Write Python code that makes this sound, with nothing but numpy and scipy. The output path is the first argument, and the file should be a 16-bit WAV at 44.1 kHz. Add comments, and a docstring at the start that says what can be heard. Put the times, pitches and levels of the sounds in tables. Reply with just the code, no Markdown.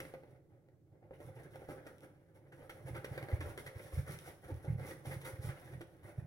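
"""A small tiled bathroom: a wet shaving brush works lather over a cheek, close to a two-port microphone.
Bristle tufts stick and slip, drumming the skin and squelching through the foam, while tiny bursting
bubbles lay a fizz on top. Each dab lands with a wet pat, and soft low thumps come with the harder
strokes. The tiles add a short tail and ring at a few low notes, over a bed of quiet room air."""
import sys
import numpy as np
from scipy import signal
from scipy.fft import rfft, irfft
from scipy.io import wavfile

SR = 44100
rng = np.random.default_rng(int(sys.argv[2]) if len(sys.argv) > 2 else 0)


def wav_record(signal):
    """Record a signal, one row per channel, as 16-bit PCM in the file named by sys.argv[1]."""
    frames = np.transpose(np.atleast_2d(signal))
    bounded = np.clip(frames, -1, 1)
    # unit amplitude maps onto the largest positive 16-bit level
    quanta = np.round(bounded * 32767).astype(np.int16)
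    wavfile.write(sys.argv[1], SR, quanta)


N = 276066

# Cue levels are set ahead of each layer's own gain and EQ.
# sweeps of the brush: start_s, length_s, force_db, wetness_db
SWEEPS = [(0.0, 0.022, -52, -17), (0.239, .12, -65, -24), (0.49, 0.079, -64, -46), (0.913, 0.021, -53, -51),
          (1.019, 0.045, -58.5, -47), (1.11, 0.048, -59.5, -18.5), (1.179, .11, -55.5, -17),
          (1.336, 0.13, -55, -23), (1.499, 0.15, -57, -19.5), (1.674, 0.049, -46, -16.5),
          (1.749, 0.034, -52.5, -31), (1.848, 0.046, -52.5, -14.5), (2.007, 0.036, -58, -12.5),
          (2.336, 0.027, -55.5, -21), (2.408, 0.069, -57, -38), (2.519, .13, -58, -21),
          (2.708, 0.088, -56.5, -21.5), (2.854, 0.037, -45.5, -19), (2.924, 0.05, -47.5, -18.5),
          (3.056, .18, -51.5, -21.5), (3.292, 0.059, -42, -25.5), (3.414, 0.094, -47, -17),
          (3.572, 0.028, -43.5, -15), (3.634, 0.035, -46.5, -18), (3.754, 0.12, -56.5, -11.5),
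          (3.906, 0.086, -52.5, -9), (4.057, 0.079, -50, -7.5), (4.191, 0.083, -59, -11),
          (4.244, 0.061, -51.5, -15), (4.416, 0.047, -49.5, -21.5), (4.461, 0.052, -43, -30),
          (4.543, 0.11, -65.5, -10), (4.631, 0.095, -53, -21.5), (4.773, 0.089, -47, -22),
          (4.843, 0.071, -48.5, -8), (5.038, 0.1, -46, -13), (5.227, 0.068, -46, -12.5),
          (5.403, 0.099, -48.5, -13.5), (5.559, 0.18, -54.5, -19.5), (5.911, 0.044, -59, -37),
          (6.022, 0.086, -56.5, -14.5), (6.154, .045, -59.5, -14.5)]
# light bristle contact between sweeps: time_s, cheek_db, fizz_db
LIGHT_CONTACT = [(0.0, -52, -58.5), (0.3, -67.5, -89), (0.8, -73, -99), (1.13, -64, -96),
                 (1.29, -59.5, -81), (1.78, -58, -74), (2.2, -63.5, -84.5), (2.47, -65.5, -85.5),
                 (2.79, -55, -72), (3.14, -50, -68.5), (4.2, -60.5, -65), (4.43, -65.5, -78),
                 (4.8, -57, -73.5), (5.3, -58.5, -63.5), (5.94, -61, -74), (6.26, -54.5, -81.5)]
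# landings of the brush: start_s, pat_db, squelch_db, crackle_db, decay_s
LANDINGS = [(0.002, -39.5, -48.5, -53, 0.0057), (0.051, -45, -55, -79, 0.0031),
            (0.138, -37.5, -52.5, -82, 0.0084), (0.234, -47.5, -65.5, -92, 0.0071),
            (0.686, -61.5, -75.5, -91, .004), (1.027, -53.5, -85, -100, 0.0065),
            (1.108, -40.5, -72, -95, 0.0086), (1.202, -45.5, -63, -71.5, 0.0074),
            (1.286, -45, -82, -86, 0.01), (1.556, -44, -58.5, -68, 0.0066), (1.618, -42, -66, -88, 0.013),
            (1.688, -32.5, -63, -68, 0.012), (1.865, -41, -59, -66, .012),
            (2.025, -44.5, -64.5, -76, 0.019), (2.519, -49.5, -61.5, -71.5, 0.017),
            (2.694, -42.5, -48, -57.5, 0.012), (2.946, -39, -46.5, -68, .022),
            (3.044, -35, -44.5, -52, 0.0068), (3.113, -57, -58, -84, 0.034),
            (3.177, -33.5, -42.5, -78, 0.0081), (3.227, -41.5, -49.5, -65, 0.0045),
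            (3.285, -40, -49, -78, .009), (3.405, -35.5, -44.5, -57, 0.013), (3.576, -39, -49, -54, 0.0083),
            (3.662, -39.5, -45.5, -58, 0.014), (4.073, -40.5, -55, -72, 0.018),
            (4.275, -39, -56.5, -75, 0.013), (4.645, -33, -76, -66.5, 0.017), (4.882, -41, -70, -68, .016),
            (5.052, -39.5, -77, -68, 0.012), (5.105, -51, -48, -66, .022), (5.214, -56, -55, -59, 0.011),
            (5.485, -46, -51, -68, .02), (5.808, -36, -52.5, -62, 0.011)]
# lone bubbles bursting: start_s, level_db
BUBBLE_POPS = [(1.422, -52), (1.983, -45), (2.007, -44), (2.375, -56), (3.239, -40), (4.189, -29.5),
               (4.543, -42.5), (5.661, -48)]
# the brush juddering over the skin in runs of thumps: start_s, length_s, level_db, pitch_hz
JUDDER_RUNS = [(1.255, .07, -45, 122), (2.94, 0.072, -42.5, 120), (3.378, 0.14, -38.5, 96),
               (4.1, 0.065, -36, 134), (4.55, 0.032, -39.5, 98), (4.684, .1, -26.5, 125),
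               (4.79, 0.038, -44, 109), (5.073, 0.12, -37.5, 121), (5.451, 0.061, -29.5, 117),
               (5.709, 0.097, -42, 127), (6.226, .05, -44, 128)]
# single soft thumps: centre_s, level_db, pitch_hz
SOFT_THUMPS = [(2.858, -40, 121), (2.914, -36, 108), (3.12, -36, 123), (3.235, -40.5, 114),
               (3.340, -22, 87), (3.766, -38, 97), (3.945, -33.5, 73.4), (3.982, -26.5, 105),
               (3.995, -25, 107), (4.528, -33, 95), (5.341, -38.5, 104), (5.399, -34.5, 103.5),
               (6.051, -42, 119), (6.189, -30, 119)]

# hollow body of the cheek: freq_hz, gain_db
CHEEK_EQ = [(130, -9.5), (250, -13.5), (310, 2), (430, -1.5), (520, 1), (640, -9), (790, -5), (1000, -19.5),
            (1500, -17), (3000, -37.5), (8000, -75)]
# wet midrange of squeezed lather: freq_hz, gain_db
SQUELCH_EQ = [(300, -10.5), (700, -6), (1000, -4), (1520, 3.5), (1720, 0.5), (2050, 3), (2600, -11),
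              (3600, -12), (4700, -14.5), (5800, -26.5), (8000, -28), (15000, -18)]
# bright fizz of bursting foam: freq_hz, gain_db
FIZZ_EQ = [(1000, -21.5), (2200, -12), (3600, 0), (4700, -6), (5800, 1), (6700, -9.5), (7400, -6),
           (8100, -9.5), (9300, 0), (10400, -1.5), (12000, -3), (15500, -3.5)]
# airy top of settling lather: freq_hz, gain_db
SIZZLE_EQ = [(3000, -37), (8200, -42), (9500, -24), (10400, -4), (12000, -7), (15500, 11)]
# crisp edge of dabs and pops: freq_hz, gain_db
CRACKLE_EQ = [(1000, -23), (2300, 5.5), (3500, 6), (4700, -5.5), (5800, 4.5), (6700, -8), (7400, -3),
              (8200, -5.5), (10200, -3), (12000, -4), (15500, -6)]
# dull rumble of rubbed skin: freq_hz, gain_db
RUBBING_EQ = [(25, -22.5), (50, -12.5), (100, 2.5), (150, 0.5), (200, -16.5), (300, -30), (1000, -72)]
# diffuse decay of the room: freq_hz, t60_s
ROOM_DECAY = [(120, 0.86), (500, 0.87), (2000, 0.47), (6000, 0.62), (14000, 0.3)]
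# standing waves of the room: pitch_hz, level_db, t60_s
ROOM_NOTES = [(336, -19, .4), (528, -7, .36), (588, -10, .45), (805, -18, .35)]
# dark bed of room air: freq_hz, gain_db
AIR_EQ = [(25, -6.5), (50, -5.5), (118, 3.5), (158, 6), (224, -12.5), (310, 2.5), (404, -3), (515, -9),
          (950, -30), (3000, -45), (15000, -62)]
# tone of the right port against the left: freq_hz, gain_db
RIGHT_PORT_EQ = [(60, -1), (200, 5), (380, 0.5), (700, 2.5), (1300, -2.5), (2400, 2.5), (4400, -3.5),
                 (6000, -3.5), (8000, 0.5), (10200, 9), (12500, -4), (15000, 2)]

TOP_HZ = 15850  # highest reverb band and the microphone's top cut


def undb(db):
    """Decibels to gain."""
    return 10 ** (np.asarray(db) / 20)


def unit(x):
    """Scale to rms 1."""
    return x / np.sqrt(np.mean(x ** 2))


def curve(table, column):
    """One column of a table, ramped from cue to cue."""
    rows = np.array(table)
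    return np.interp(np.arange(N) / SR, rows[:, 0], rows[:, column])


def over_hz(points, hz):
    """Read (Hz, value) points on a log-frequency axis."""
    rows = np.array(points)
    return np.interp(np.log(hz + 1), np.log(rows[:, 0]), rows[:, 1])


def convolve(x, response):
    """Filter along time and keep the scene's length."""
    return signal.oaconvolve(x, response, axes=-1)[..., :N]


def colour(x, eq, size=4096, keep_power=True):
    """Minimum-phase EQ; with keep_power, white noise comes out as strong as it went in."""
    gain = undb(over_hz(eq, np.arange(size // 2 + 1) * SR / size))
    cepstrum = irfft(np.log(gain))
    cepstrum[1:size // 2] *= 2
    cepstrum[size // 2 + 1:] = 0
    response = irfft(np.exp(rfft(cepstrum)))
    return convolve(x, response / np.linalg.norm(response) if keep_power else response)


def wander(rate_hz):
    """Random modulator ramping to a new value rate_hz times a second; spread near 1."""
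    steps = rng.standard_normal(N // 20)
    return 1.2 * np.interp(np.arange(N) / SR * rate_hz, np.arange(len(steps)), steps)


def grains(rate_hz, spread_db):
    """Random tiny clicks at rms 1; a positive spread makes a few stick out, a negative one sink back."""
    hit = rng.random(N) < rate_hz / SR
    excess, sign = rng.exponential(size=N), rng.choice([-1, 1], N)
    out = np.zeros(N)
    out[hit] = sign[hit] * undb(spread_db * np.minimum(excess[hit], 4))
    return unit(out)


def add(track, start_s, sound):
    """Mix a short sound into a track."""
    start = int(start_s * SR)
    sound = sound[max(-start, 0):max(N - start, 0)]
    track[max(start, 0):max(start, 0) + len(sound)] += sound


def drag(wet_share, build_db=0, attack_s=0.023, release_s=0.01, size=22000):
    """Bristle envelope: over light contact, the tuft bends onto the skin, sweeps and lifts off."""
    t = np.arange(size) / SR
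    cheek_db = curve(LIGHT_CONTACT, column=1) - 2
    fizz_db = curve(LIGHT_CONTACT, column=2) - 6.5
    out = undb((1 - wet_share) * cheek_db + wet_share * fizz_db)
    for start_s, length_s, force_db, wetness_db in SWEEPS:
        shape = np.minimum(t / attack_s, 1) * np.exp(-np.maximum(t - length_s, 0) / release_s)
        progress = np.minimum(t / length_s, 1) - .5
        add(out, start_s, undb(force_db + wet_share * wetness_db + build_db * progress) * shape)
    return out


def bubbles(level_db, low_hz=695, high_hz=2943, cycles=8.5, glide=0.272, count=12, size=1500):
    """Air pockets of many sizes ring briefly and rise in pitch; the favoured size keeps shifting."""
    t = np.arange(size) / SR
    out = 0
    for hz in np.geomspace(low_hz, high_hz, count):
        age = hz * t / cycles
        bend = 1 + glide * np.minimum(age, 3) / 2
        ring = np.sin(2 * np.pi * hz * t * bend) * np.exp(-2 * age)
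        triggers = grains(rate_hz=260, spread_db=2) * undb(4.5 * wander(28))
        out = out + hz * convolve(triggers, ring)
    return unit(out) * undb(level_db)


def brushing():
    """Tufts stick and slip through the lather; each slip drums the cheek and squelches."""
    slip = undb(2.6 * wander(65))
    cheek = grains(rate_hz=1500, spread_db=2) * undb(-8) * drag(wet_share=0)
    lather = grains(rate_hz=1100, spread_db=9) * undb(-6.5) + bubbles(level_db=-11.5)
    squelch = lather * drag(wet_share=0.55, build_db=2)  # lather piles up ahead of the tuft
    return colour(cheek * slip, CHEEK_EQ) + colour(squelch * slip, SQUELCH_EQ)


def foam(settle_s=0.11):
    """Countless bubbles burst under the bristles, and the stirred lather sizzles on for a moment."""
    stir = drag(wet_share=1) * undb(2 * wander(60))
    pole = np.exp(-1 / (settle_s * SR))
    settling = signal.lfilter([1 - pole], [1, -pole], stir)
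    fizz = grains(rate_hz=2800, spread_db=4) * stir * undb(1)
    sizzle = grains(rate_hz=4000, spread_db=-2) * settling * undb(-9)
    return colour(fizz, FIZZ_EQ) + colour(sizzle, SIZZLE_EQ)


def dab_layer(texture, column, snap_db, soft_decay_s=0.013, snap_lag_s=0.00104, size=8000):
    """Quick dabs snap at first touch, slow ones swell in; the texture fades as the tuft relaxes."""
    t = np.arange(size) / SR
    snaps, swells = np.zeros((2, N))
    for row in LANDINGS:
        start_s, force, decay_s = row[0], undb(row[column]), row[-1]
        slowness = decay_s / soft_decay_s
        rise_s = 0.18 * slowness * decay_s
        add(snaps, start_s + snap_lag_s, force * undb([snap_db]) * np.exp(-slowness ** 2))
        add(swells, start_s, force * (1 - np.exp(-t / rise_s)) * np.exp(-t / decay_s))
    return snaps + swells * texture


def dabs():
    """Each landing pats the cheek, squeezes air from the lather and crackles; a few lone bubbles pop."""
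    skin = grains(rate_hz=2200, spread_db=0) * undb(-9)
    lather = grains(rate_hz=1100, spread_db=1) * undb(-5) + bubbles(level_db=-10)
    bursts = grains(rate_hz=1300, spread_db=4) * undb(-0.5)
    pat = dab_layer(skin, column=1, snap_db=19)
    squelch = dab_layer(lather, column=2, snap_db=20.5) * undb(4)
    crackle = dab_layer(bursts, column=3, snap_db=1) * undb(6.5)
    for start_s, level_db in BUBBLE_POPS:
        add(crackle, start_s, undb([level_db]))
    return colour(pat, CHEEK_EQ) + colour(squelch, SQUELCH_EQ) + colour(crackle, CRACKLE_EQ)


def rubbing(pivot_db=-52, growth=0.53):
    """Dull rubbing on the skin, swelling by `growth` dB for each dB of brush force."""
    force = drag(wet_share=0) / undb(pivot_db)
    envelope = undb(pivot_db - 7) * force ** growth
    return colour(grains(rate_hz=900, spread_db=0), RUBBING_EQ) * envelope


def push(hz, width_cycles=0.81, heave_hz=54, heave_s=0.0081, size=4000):
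    """One soft push on skin: a low swell of one or two cycles on a slower heave."""
    t = (np.arange(size) - size / 2) / SR
    swell = np.exp(-(hz * t / width_cycles) ** 2) * np.cos(2 * np.pi * hz * t)
    heave = np.exp(-(t / heave_s) ** 2) * np.sin(2 * np.pi * heave_hz * t)
    return swell + undb(-19.5) * heave


def thumps(judder_hz=41.95, scatter_s=0.002, scatter_db=3, per_run=7):
    """The brush pushes the cheek: single thumps, and uneven fading runs where it judders."""
    pushes = [(centre_s, undb(level_db), hz) for centre_s, level_db, hz in SOFT_THUMPS]
    ages = np.arange(per_run) / judder_hz
    for start_s, length_s, level_db, hz in JUDDER_RUNS:
        for age, (late, strong) in zip(ages, rng.standard_normal((per_run, 2))):
            fade = np.exp(-(age / length_s) ** 4)
            gain = fade * undb(level_db + scatter_db * strong)
            pushes.append((start_s + age + scatter_s * late, gain, hz))
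    out = np.zeros(N)
    for centre_s, gain, hz in pushes:
        sound = push(hz)
        add(out, centre_s - len(sound) / 2 / SR, gain * sound)
    return out


def room_tail(size=30000, octaves=9):
    """Reflections off the tiles, dying away by octave: near mono in the bass, wide in the treble."""
    t, hz = np.arange(size) / SR, np.arange(size // 2 + 1) * SR / size
    likeness = .97 / (1 + (hz / 750) ** 2.5)
    mid, side = rfft(rng.standard_normal((2, size)))
    ports = mid * np.sqrt(1 + likeness) + side * np.sqrt(1 - likeness) * np.array([[1], [-1]])
    centres = TOP_HZ / 2. ** np.arange(octaves)[::-1]
    tail = 0
    for centre, share in zip(centres, np.eye(octaves)):
        band = irfft(ports * over_hz(np.c_[centres, share], hz))
        tail = tail + band * undb(-60 * t / over_hz(ROOM_DECAY, centre))
    onset = 1 - np.exp(-t / 0.0015)
    early_lift = 1 + 2 * np.exp(-t / 0.016)  # early reflections stand out
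    return unit(tail * onset * early_lift) / np.sqrt(size)


def tiles(sound, count=5):
    """Each slip sounds from another spot of the brush, so the room answers by ever-changing paths."""
    sends = np.array([wander(110) for _ in range(count)])
    sends = sends / np.sqrt(np.sum(sends ** 2, axis=0))
    return sum(convolve((sound * send)[None], room_tail()) for send in sends)


def room_ring(size=30000):
    """Standing waves between the walls ring as decaying low notes."""
    t = np.arange(size) / SR
    return sum(np.cos(2 * np.pi * hz * t) * undb(db - 60 * t / t60_s) for hz, db, t60_s in ROOM_NOTES)


def room_air():
    """A quiet bed of air, mostly alike at both ports."""
    mid, side = (colour(rng.standard_normal(N), AIR_EQ) for _ in range(2))
    return undb(-69) * (mid + undb(-10) * side * np.array([[1], [-1]]))


def scene(port_lag_s=0.00017):
    """The mix: the brush reaches the left port first, the low end sits centre, the room wraps both."""
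    strokes = brushing() + foam()
    landings = dabs()
    low_end = rubbing() + thumps()
    left = undb(-2.5) * strokes + undb(1.5) * landings
    delay = np.exp(-2j * np.pi * np.fft.rfftfreq(N, 1 / SR) * port_lag_s)
    right = irfft(rfft(left) * delay, N)
    brush_reverb = undb(-1.5) * tiles(strokes + undb(-1.5) * landings)
    low_reverb = undb(-9) * convolve(low_end[None], room_tail())
    ring = undb(-42.5) * convolve(strokes + landings, room_ring())
    return np.array([left, right]) + low_end + brush_reverb + low_reverb + ring + room_air()


def record(dry):
    """The microphone: the right port's own tone, a faint hiss and a steep top cut."""
    ports = np.array([dry[0], colour(dry[1], RIGHT_PORT_EQ, keep_power=False)]) * undb(-2.5)
    hiss = undb(-90.5) * rng.standard_normal((2, N))
    top_cut = signal.ellip(12, .2, 70, TOP_HZ, fs=SR, output="sos")
    return signal.sosfilt(top_cut, ports + hiss)


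dry = scene()
out = record(dry)
wav_record(out)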